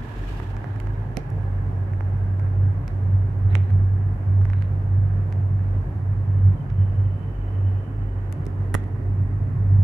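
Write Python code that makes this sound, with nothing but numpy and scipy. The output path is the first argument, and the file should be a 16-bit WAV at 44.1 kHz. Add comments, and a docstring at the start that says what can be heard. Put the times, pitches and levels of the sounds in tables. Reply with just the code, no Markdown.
"""Inside a cable car cabin riding its rope. The rope's vibration comes down the hanger as a low drone that
swells and eases: a shaky sine, with a dipping throb about an octave below. Panels tick, snap, thump and rub:
chirped clicks, damped modes and grainy noise, with cabin echo on the knocks. A brief rustle comes early.
Shaped noise makes the shell rumble, a hollow roar, rushing air and a vent on the right.
Faint whistles are fuzzy wandering tones, and an even hiss lies under everything."""
import sys
import numpy as np
from scipy import signal
from scipy.fft import rfft, irfft, next_fast_len
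from scipy.io import wavfile

SR = 44100
rng = np.random.default_rng(int(sys.argv[2]) if len(sys.argv) > 2 else 0)


def pcm_store(signal):
    """Save signal as 16-bit PCM."""
    levels = np.round(np.clip(np.atleast_2d(signal), -1, 1) * 32767)
    wavfile.write(sys.argv[1], SR, levels.astype(np.int16).T)


N = 433503  # length in samples
TIME = np.arange(N) / SR


def amp(db):
    """Turns decibels into a gain."""
    return 10 ** (np.asarray(db) / 20)


def unit(x):
    """Scales a signal to an average (rms) size of 1."""
    return x / np.sqrt(np.mean(x ** 2) + 1e-20)


def read(points, hz):
    """Reads a frequency table, with straight lines between its points on a log-frequency axis."""
    f, value = np.transpose(points)
    return np.interp(np.log(hz + 1), np.log(f + 1), value)


def curves(rows):
    """Draws each column of a time table as a curve, sample by sample."""
    seconds, *columns = np.transpose(rows)
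    return [np.interp(TIME, seconds, column) for column in columns]


def pan(lean_db):
    """Left and right gains of mean power 1; a positive lean is louder on the left."""
    return unit(amp([[lean_db / 2], [-lean_db / 2]]))


def add(mix, start_s, sound):
    """Mixes a short stereo sound in at its start time."""
    part = mix[:, max(round(start_s * SR), 0):][:, :sound.shape[1]]
    part += sound[:, :part.shape[1]]


def waver(rate_hz):
    """A random wander of rms 1, with little movement faster than the given rate."""
    size = next_fast_len(N)
    hz = np.fft.rfftfreq(size, 1 / SR)
    smooth = rfft(rng.standard_normal(size)) / (1 + (hz / rate_hz) ** 4)
    return unit(irfft(smooth, size)[:N])


# How alike the noise is in the two ears.
# Each row: frequency in Hz, likeness (1 the same, 0 unrelated, negative partly opposite).
EAR_LIKENESS = [(50, 0.91), (150, .98), (260, 0.92), (420, 0.64), (700, .35), (1100, 0), (1600, -0.4),
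                (2500, 0), (6000, 0.026)]


def noise(tone, modes=()):
    """Stereo noise of rms 1 with a given spectrum and resonances, alike in both ears in the bass."""
    size = next_fast_len(N)
    hz = np.fft.rfftfreq(size, 1 / SR)
    left, other = rfft(rng.standard_normal((2, size)))
    same = np.clip(read(EAR_LIKENESS, hz), -1, 1)
    right = same * left + np.sqrt(1 - same ** 2) * other
    db = read(tone, hz)
    for centre_hz, width_hz, lift_db in modes:
        db = db + lift_db / (1 + (2 * (hz - centre_hz) / width_hz) ** 2)
    return unit(irfft(np.array([left, right]) * amp(db), size)[:, :N])


def rope(hz, db, octave_db, flutter, wobble):
    """A rope vibration: a sine shaky in level and phase, with a weak octave from the flexing hanger."""
    angle = 2 * np.pi * np.cumsum(hz * np.ones(N)) / SR + wobble * waver(rate_hz=7.8)
    wave = np.sin(angle) + amp(octave_db) * np.sin(2 * angle)
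    return np.sqrt(2) * amp(db) * wave * (1 + flutter * waver(rate_hz=11))


# How the rope drone swells and eases. Each row: time in seconds, level in dB before a small trim.
DRONE_LEVEL = [(0.0, -39.5), (0.9, -27), (1.26, -40.5), (1.35, -25), (1.92, -23.5), (2.07, -22.5),
               (2.52, -21.5), (2.61, -16.5), (2.79, -20.5), (2.85, -45), (2.94, -26), (3.15, -15.0),
               (3.33, -24), (3.48, -16.5), (4.05, -18.5), (4.2, -24), (4.38, -15), (4.83, -24.0),
               (4.98, -16.5), (5.25, -23), (5.79, -20.5), (5.91, -36.0), (6.0, -24.0), (6.51, -14.5),
               (6.6, -33.5), (6.78, -18.5), (6.93, -23), (6.99, -14), (7.32, -33), (7.68, -19.0),
               (7.86, -30), (8.04, -27), (8.49, -29.5), (8.67, -24.5), (8.91, -29), (9.21, -16.5),
               (9.27, -24), (9.54, -23.5), (9.75, -13.0), (9.83, -15.5)]
# The slowly moving pitch of the drone. Each row: time in seconds, pitch in Hz.
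DRONE_PITCH = [(0.0, 92.3), (0.08, 99.2), (0.46, 92.3), (0.57, 101.1), (0.96, 102.0), (1.45, 95.9),
               (7.77, 96.8), (7.94, 103.8), (8.13, 94.8), (9.83, 98.0)]
DRONE_TRIM_DB = -0.6
SURGE_DB, SURGE_HZ = 1.4, 7  # average size and rate of the quick surges


def drone():
    """The rope hums on one slightly drifting pitch, swelling and easing, with quick small surges."""
    hz = curves(DRONE_PITCH)[0] + 0.33 * waver(rate_hz=2.4)
    surge = unit(waver(rate_hz=SURGE_HZ) * np.sin(2 * np.pi * SURGE_HZ * TIME))
    db = curves(DRONE_LEVEL)[0] + DRONE_TRIM_DB + SURGE_DB * surge
    return rope(hz, db, octave_db=-26.5, flutter=0.099, wobble=0.063) * pan(lean_db=-1.82)


# Weaker rope vibrations beside the throb. Each row: pitch in Hz, level in dB.
NEIGHBOUR_MODES = [(46, -47), (44.17, -43), (41.4, -49)]
THROB_HZ, THROB_DB = 47.25, -32.5  # pitch, and level between dips
THROB_PERIOD_S, THROB_DIP_S = 0.593, 4.82  # time from dip to dip, and the moment of one dip
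THROB_DEPTH_DB, THROB_SHARPNESS = 11, 14  # a higher sharpness makes narrower dips


def throb():
    """About an octave lower the rope throbs, dipping at even intervals, beside weaker neighbouring modes."""
    dip = abs(np.cos(np.pi * (TIME - THROB_DIP_S) / THROB_PERIOD_S)) ** THROB_SHARPNESS
    main = rope(THROB_HZ, THROB_DB - THROB_DEPTH_DB * dip, octave_db=-26.5, flutter=0.16, wobble=0.49)
    beside = 0
    for hz, db in NEIGHBOUR_MODES:
        beside = beside + np.sqrt(2) * amp(db) * np.sin(2 * np.pi * (hz * TIME + rng.random()))
    return main + beside


def clicks(rows, tone, spread_s, ring_db, ring_s, size=4096):
    """Slips in a panel joint: bending waves run faster the higher they are, so a click is a falling chirp."""
    out = np.zeros((2, N))
    hz, t = np.fft.rfftfreq(size, 1 / SR), np.arange(size) / SR
    # how much of a row's brightness and body each frequency takes
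    treble = read([(3000, 0.28), (9000, 0.89)], hz)
    bass = read([(1800, 0.94), (3500, 0.059)], hz)
    delay = spread_s / np.sqrt(1 + hz / 2500)  # low sound arrives last
    travel = np.exp(-2j * np.pi * np.cumsum(delay) * SR / size)
    for start_s, db, bright_db, lean_db, body_db in rows:
        colour = amp(read(tone, hz) + bright_db * treble + body_db * bass) * travel
        ring = rng.standard_normal((2, size)) * np.exp(-t / ring_s)
        blow = 1 + amp(ring_db) * rfft(ring / np.linalg.norm(ring[0]))  # sharp hit plus noisy ring
        peak = abs(irfft(colour * (hz > 2500))).max()
        add(out, start_s, irfft(colour * blow) / peak * amp(db) * pan(lean_db))
    return out


# Panel ticks. Each row: start in seconds, peak in dB of the part above 2500 Hz before ring and panning,
# brightness in dB (shared out mostly to the treble), left-right lean in dB, body in dB (mostly to the bass).
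PANEL_TICKS = [(.4001, -40, -27, -13, 19.5), (.5665, -39.5, -37, -13, 13), (.6427, -45.5, -21, -8, 31),
               (.7605, -44.5, -22, -14, 17), (.8007, -31.5, -28, -22, 9), (.8707, -44.5, -22, -16, 25),
               (1.1699, -21.5, -20, -16.5, -2), (1.1903, -41, -29, -10, 9), (1.3025, -43.5, 4, 7, -2),
               (1.9349, -50.5, -17.5, -9, 30), (2.0074, -46, -26.5, -16.5, 30),
               (2.3959, -44.5, -25, -16, 23.5), (2.8789, -35.5, -14.5, -5.5, 10.5),
               (3.5524, -22, -31.5, -23, 7.5), (3.7039, -45.5, -30.5, -11.5, 17.5),
               (4.4145, -49.5, -18, -11.5, 24.5), (4.4531, -42.5, -13, -11, 22.5),
               (4.5003, -47.5, -20, -6, 25.5), (4.5332, -44, -35, -10.5, 18.5),
               (4.6229, -37.5, -28.5, -17.5, 6), (5.3247, -41, -24.5, -7.5, 10.5),
               (6.7011, -46, -30, -6, 8.5), (8.3251, -30.5, 2, 14, 15), (8.4548, -46.5, -13, 1, -11),
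               (8.4656, -39.5, -11, -14, 11)]
# The basic tone of a tick. Each row: frequency in Hz, relative level in dB.
TICK_TONE = [(150, -10.5), (620, 2), (1000, 0.5), (2050, 3), (3100, -1.5), (4200, -1.5), (5400, 3.5),
             (7500, 0.5), (11000, -1.5), (14000, -6)]


def ticks():
    """Small slips of the panels, each a very short chirp with a brief ring."""
    return clicks(PANEL_TICKS, TICK_TONE, spread_s=0.0011, ring_db=-1.5, ring_s=0.00087)


# A double snap in a panel. Each row: start in seconds, peak in dB of the part above 2500 Hz before ring
# and panning, brightness in dB (mostly treble), left-right lean in dB, body in dB (mostly bass).
PANEL_SNAPS = [(8.7402, -25, -3, 1.5, 3), (8.7473, -24, -2, -10, 2.5)]
# The basic tone of a snap. Each row: frequency in Hz, relative level in dB.
SNAP_TONE = [(150, 10), (500, 0), (800, -3), (1050, -1.5), (1300, -2), (1600, 0), (1950, 2), (2300, -16),
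             (2850, -10), (3400, -15.5), (4800, -25.5), (6500, -19), (10000, -13), (12500, -21),
             (14000, -38)]


def snaps():
    """Two slips close together, with a longer chirp and ring than the ticks."""
    return clicks(PANEL_SNAPS, SNAP_TONE, spread_s=0.0042, ring_db=1, ring_s=0.0024)


# Dull thumps of the shell. Each row: start in seconds, peak in dB before panning,
# pitch in Hz around which the modes lie, left-right lean in dB.
SHELL_THUMPS = [(1.168, -20, 170, -9), (1.171, -22.5, 445, -15), (3.554, -27, 523, -11),
                (8.466, -21, 284, -16), (8.750, -35, 290, -11)]


def thumps(decay_s, size=8192):
    """Each knock rings a cluster of damped shell modes."""
    out, t = np.zeros((2, N)), np.arange(size) / SR
    for start_s, db, hz, lean_db in SHELL_THUMPS:
        ring = np.zeros(size)
        for ratio in np.geomspace(0.45, 1.6, 9):
            mode_hz = hz * ratio * rng.uniform(1.0, 1.05)
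            ring += np.sin(2 * np.pi * mode_hz * t + rng.uniform(0, 2 * np.pi))
        ring *= np.exp(-t / decay_s) * (1 - np.exp(-t / 0.0023))  # soft start, quick fade
        add(out, start_s, ring / abs(ring).max() * amp(db) * pan(lean_db))
    return out


# How long the cabin echoes. Each row: frequency in Hz, seconds to fall by 60 dB.
CABIN_DECAY = [(200, 0.27), (1000, 0.1), (2500, 0.44), (6500, 0.21), (10000, 0.11), (14000, 0.06)]


def cabin(x):
    """Dense reflections from the close windows, each band dying at its own speed."""
    hz, t, z = signal.stft(rng.standard_normal((2, SR // 2)), SR, nperseg=256)
    fade = amp(-60 * t / read(CABIN_DECAY, hz)[:, None])
    tail = signal.istft(z * fade, SR, nperseg=256)[1]
    tail *= np.minimum(np.arange(tail.shape[1]) / SR / 0.011, 1)  # builds up over 11 ms
    tail /= np.linalg.norm(tail[0])
    blended = (x + x.mean(0)) / 2  # each ear also hears the other side
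    return signal.fftconvolve(blended, tail, axes=1)[:, :N]


# Short rubs of the panel joints.
# Each row: start in seconds, length in seconds, level in dB at the crest, left-right lean in dB.
JOINT_RUBS = [(0.548, 0.31, -59, -9), (1.154, 0.06, -49, -4), (1.913, 0.15, -70, -12.5),
              (2.861, 0.062, -55, -5), (3.488, 0.1, -46.5, -6), (3.606, .16, -58, -4),
              (4.39, 0.39, -58.5, -7)]
# The tone of a rub. Each row: frequency in Hz, relative level in dB.
RUB_TONE = [(700, -23.5), (1300, 7.5), (1900, 8), (2400, -1.5), (3000, -4.5), (4200, -18), (6500, -28),
            (14000, -30)]
# Resonance of the rubbing joint. Each row: frequency in Hz, width in Hz, lift in dB.
RUB_RESONANCE = [(3950, 500, 13.5)]


def rubs(grain_db):
    """A panel joint creeps: short swells of uneven friction."""
    swell = 0
    for start_s, length_s, db, lean_db in JOINT_RUBS:
        progress = np.clip((TIME - start_s) / length_s, 0, 1)
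        swell = swell + amp(db) * pan(lean_db) * np.sin(np.pi * progress)
    friction = noise(RUB_TONE, RUB_RESONANCE) * amp(grain_db * waver(rate_hz=160))
    return unit(friction) * swell


# The tone of the rustle. Each row: frequency in Hz, relative level in dB.
RUSTLE_TONE = [(900, -9), (1700, 0.5), (2500, 10), (3200, 6), (4000, 0), (6000, -7), (7500, -8),
               (9000, -13), (14000, -13.5)]
RUSTLE_PEAK_S, RUSTLE_DB, RUSTLE_RISE_DB_PER_S, RUSTLE_FALL_DB_PER_S = 0.36, -51, 20, 47
RUSTLE_TAIL_DB, RUSTLE_TAIL_DB_PER_S = -59.5, 11  # tail line's level at the peak time, and its fall


def rustle():
    """A soft grainy rustle that swells, drops quickly and lingers as a faint tail."""
    since = TIME - RUSTLE_PEAK_S
    rise_db = RUSTLE_DB + RUSTLE_RISE_DB_PER_S * since
    drop_db = RUSTLE_DB - RUSTLE_FALL_DB_PER_S * since
    tail_db = RUSTLE_TAIL_DB - RUSTLE_TAIL_DB_PER_S * since
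    db = np.minimum(rise_db, np.maximum(drop_db, tail_db))
    return noise(RUSTLE_TONE) * amp(db + 1.6 * waver(rate_hz=44)) * pan(lean_db=-1.0)


# The tone of the shell rumble. Each row: frequency in Hz, relative level in dB.
SHELL_TONE = [(15, -52.5), (28, -40), (40, -12), (60, -10.5), (72, -10), (88, 0), (110, 0.5), (130, 1),
              (158, -3), (174, -13), (205, -13.5), (250, -21.5), (330, -38.5), (600, -76)]
# The rumble's rise and fall. Each row: time in seconds, level in dB before the lift below.
RUMBLE_LEVEL = [(0.0, -40), (1.2, -34.5), (2.46, -33.5), (3.24, -33.0), (6.0, -33.5), (6.48, -31),
                (7.92, -38.5), (8.82, -35.5), (9.83, -29)]
RUMBLE_LIFT_DB = 3


def rumble():
    """The shell rumbles: deep noise with an uneven level."""
    db = curves(RUMBLE_LEVEL)[0] + RUMBLE_LIFT_DB + 1.9 * waver(rate_hz=14)
    return noise(SHELL_TONE) * amp(db) * pan(lean_db=-1.2)


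# Shell resonances, heard in both the roar and the air.
# Each row: frequency in Hz, width in Hz, lift in dB.
SHELL_RESONANCES = [(222, 5.5, 1.5), (244.4, 3.7, 5.5), (272, 3.7, 3), (292, 8, 0.5), (367, 25, 5),
                    (447.4, 9.7, 7), (539, 36, 5), (622, 24, 5.5), (712, 46, 5), (804, 24, 4.5)]
# The roar's fading and return. Each row: time in seconds, level in dB.
ROAR_LEVEL = [(0, -43.5), (1.3, -53.5), (2, -61), (6.8, -63.5), (7.5, -45.5), (8.3, -46.5), (9, -42),
              (9.83, -46)]
# The tone of the roar. Each row: frequency in Hz, relative level in dB.
ROAR_TONE = [(140, -25), (190, -2), (285, -1), (340, -10.5), (420, -5), (500, -24), (900, -59.5)]


def roar():
    """A hollow roar, ringing the shell resonances, sinks early and builds again late in the ride."""
    return noise(ROAR_TONE, SHELL_RESONANCES) * amp(curves(ROAR_LEVEL)[0]) * pan(lean_db=-4.0)


# The tone of the rushing air. 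Each row: frequency in Hz, relative level in dB.
AIR_TONE = [(120, -35.5), (230, -3.5), (280, 1.5), (325, -3.5), (380, -2.5), (490, -8), (750, -10),
            (1050, -10.5), (1400, -18.5), (1900, -24), (2300, -28), (3100, -36.5), (3400, -39), (8000, -48)]
AIR_DB, AIR_DB_PER_S = -42, -0.16  # level at the start, and its slow easing


def air_rush():
    """Air rushes round the shell, rings its resonances and slowly eases."""
    db = AIR_DB + AIR_DB_PER_S * TIME + 0.75 * waver(rate_hz=4.4)
    return noise(AIR_TONE, SHELL_RESONANCES) * amp(db) * pan(lean_db=-0.34)


# The tone of the vent. Each row: frequency in Hz, relative level in dB.
VENT_TONE = [(550, -18.5), (850, -4), (1100, -2.5), (1400, -3.5), (1650, -2.5), (1950, -6), (2200, -12.5),
             (2600, -17.5), (3050, -22.5), (3300, -32), (4500, -42), (9000, -67.5)]
VENT_DB, VENT_EXTRA_DB, VENT_SETTLE_S = -53.5, 4.5, 1.4  # settled level, extra at the start, settling time


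def vent():
    """Air streaming past a vent on the right settles to a hiss."""
    db = VENT_DB + VENT_EXTRA_DB * np.exp(-TIME / VENT_SETTLE_S)
    return noise(VENT_TONE) * amp(db + 1.0 * waver(rate_hz=19)) * pan(lean_db=-21.5)


# Faint air whistles, one table each. Each row: time in seconds, pitch in Hz, level in dB.
AIR_WHISTLES = [
    [(0, 985, -52), (.8, 853, -49), (1.7, 793.5, -52), (2.8, 736.3, -61.5), (5.2, 748.5, -59),
     (6.2, 738, -70.5)],
    [(0, 1682, -52.5), (1.5, 1657, -57), (3.2, 1608, -62), (5, 1679, -63.5), (7.5, 1880, -71),
     (9.83, 1826, -62.5)],
    [(6.2, 3037, -82), (6.65, 3040, -69.5), (7.6, 3015, -66), (8.7, 2997, -79)],
    [(6.1, 2700, -91), (6.7, 2683, -72), (7.7, 2660, -66.5), (8.3, 2720, -77)],
]
# How fuzzy each whistle is: one wander rate in Hz for each, in the same order.
WHISTLE_WIDTHS_HZ = [81, 75, 55, 250]


def whistles(stray):
    """Air through narrow gaps: fuzzy tones that drift with the flow; stray is phase wander in radians."""
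    out = np.zeros((2, N))
    for rows, width_hz in zip(AIR_WHISTLES, WHISTLE_WIDTHS_HZ):
        hz, db = curves(rows)
        angle = 2 * np.pi * np.cumsum(hz) / SR
        ears = []
        for _ in range(2):
            fuzzy = np.sin(angle + stray * waver(rate_hz=width_hz))
            ears.append(fuzzy * waver(rate_hz=width_hz))
        fade = np.interp(TIME - rows[-1][0], [0, 0.5], [1, 0])  # out within half a second of the last row
        out += unit(np.array(ears)) * amp(db) * fade
    return out * pan(lean_db=-5.5)


# The tone of the faint hiss. Each row: frequency in Hz, relative level in dB.
HISS_TONE = [(1500, -10), (3300, -5.5), (4200, -4), (7000, 1.5), (10000, -2), (14400, -13.5)]
HISS_DB = -77.5


def hiss():
    """A faint, even hiss: steady noise in the treble."""
    return noise(HISS_TONE) * amp(HISS_DB)


def scene():
    """Rope drone and throb, small sounds of the panels with their echo, ride noise and a faint hiss."""
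    hum = drone() + throb()
    knocks = ticks() + snaps() + thumps(decay_s=0.01)
    echo = amp(-17.5) * cabin(knocks)
    friction = rubs(grain_db=3.5) + rustle()
    ride = rumble() + roar() + air_rush() + vent() + whistles(stray=1.2)
    return hum + knocks + echo + friction + ride + hiss()


EDGE_HZ = 14400  # top of the sound's range


def record(dry):
    """Limits the band with a steep low-pass filter."""
    padded = np.pad(dry, ((0, 0), (255, 255)), "reflect", reflect_type="odd")  # keeps the ends smooth
    low_pass = signal.firwin(511, EDGE_HZ, window=("kaiser", 9), fs=SR)
    return signal.oaconvolve(padded, low_pass[None], "valid")


dry = scene()
out = record(dry)
pcm_store(out)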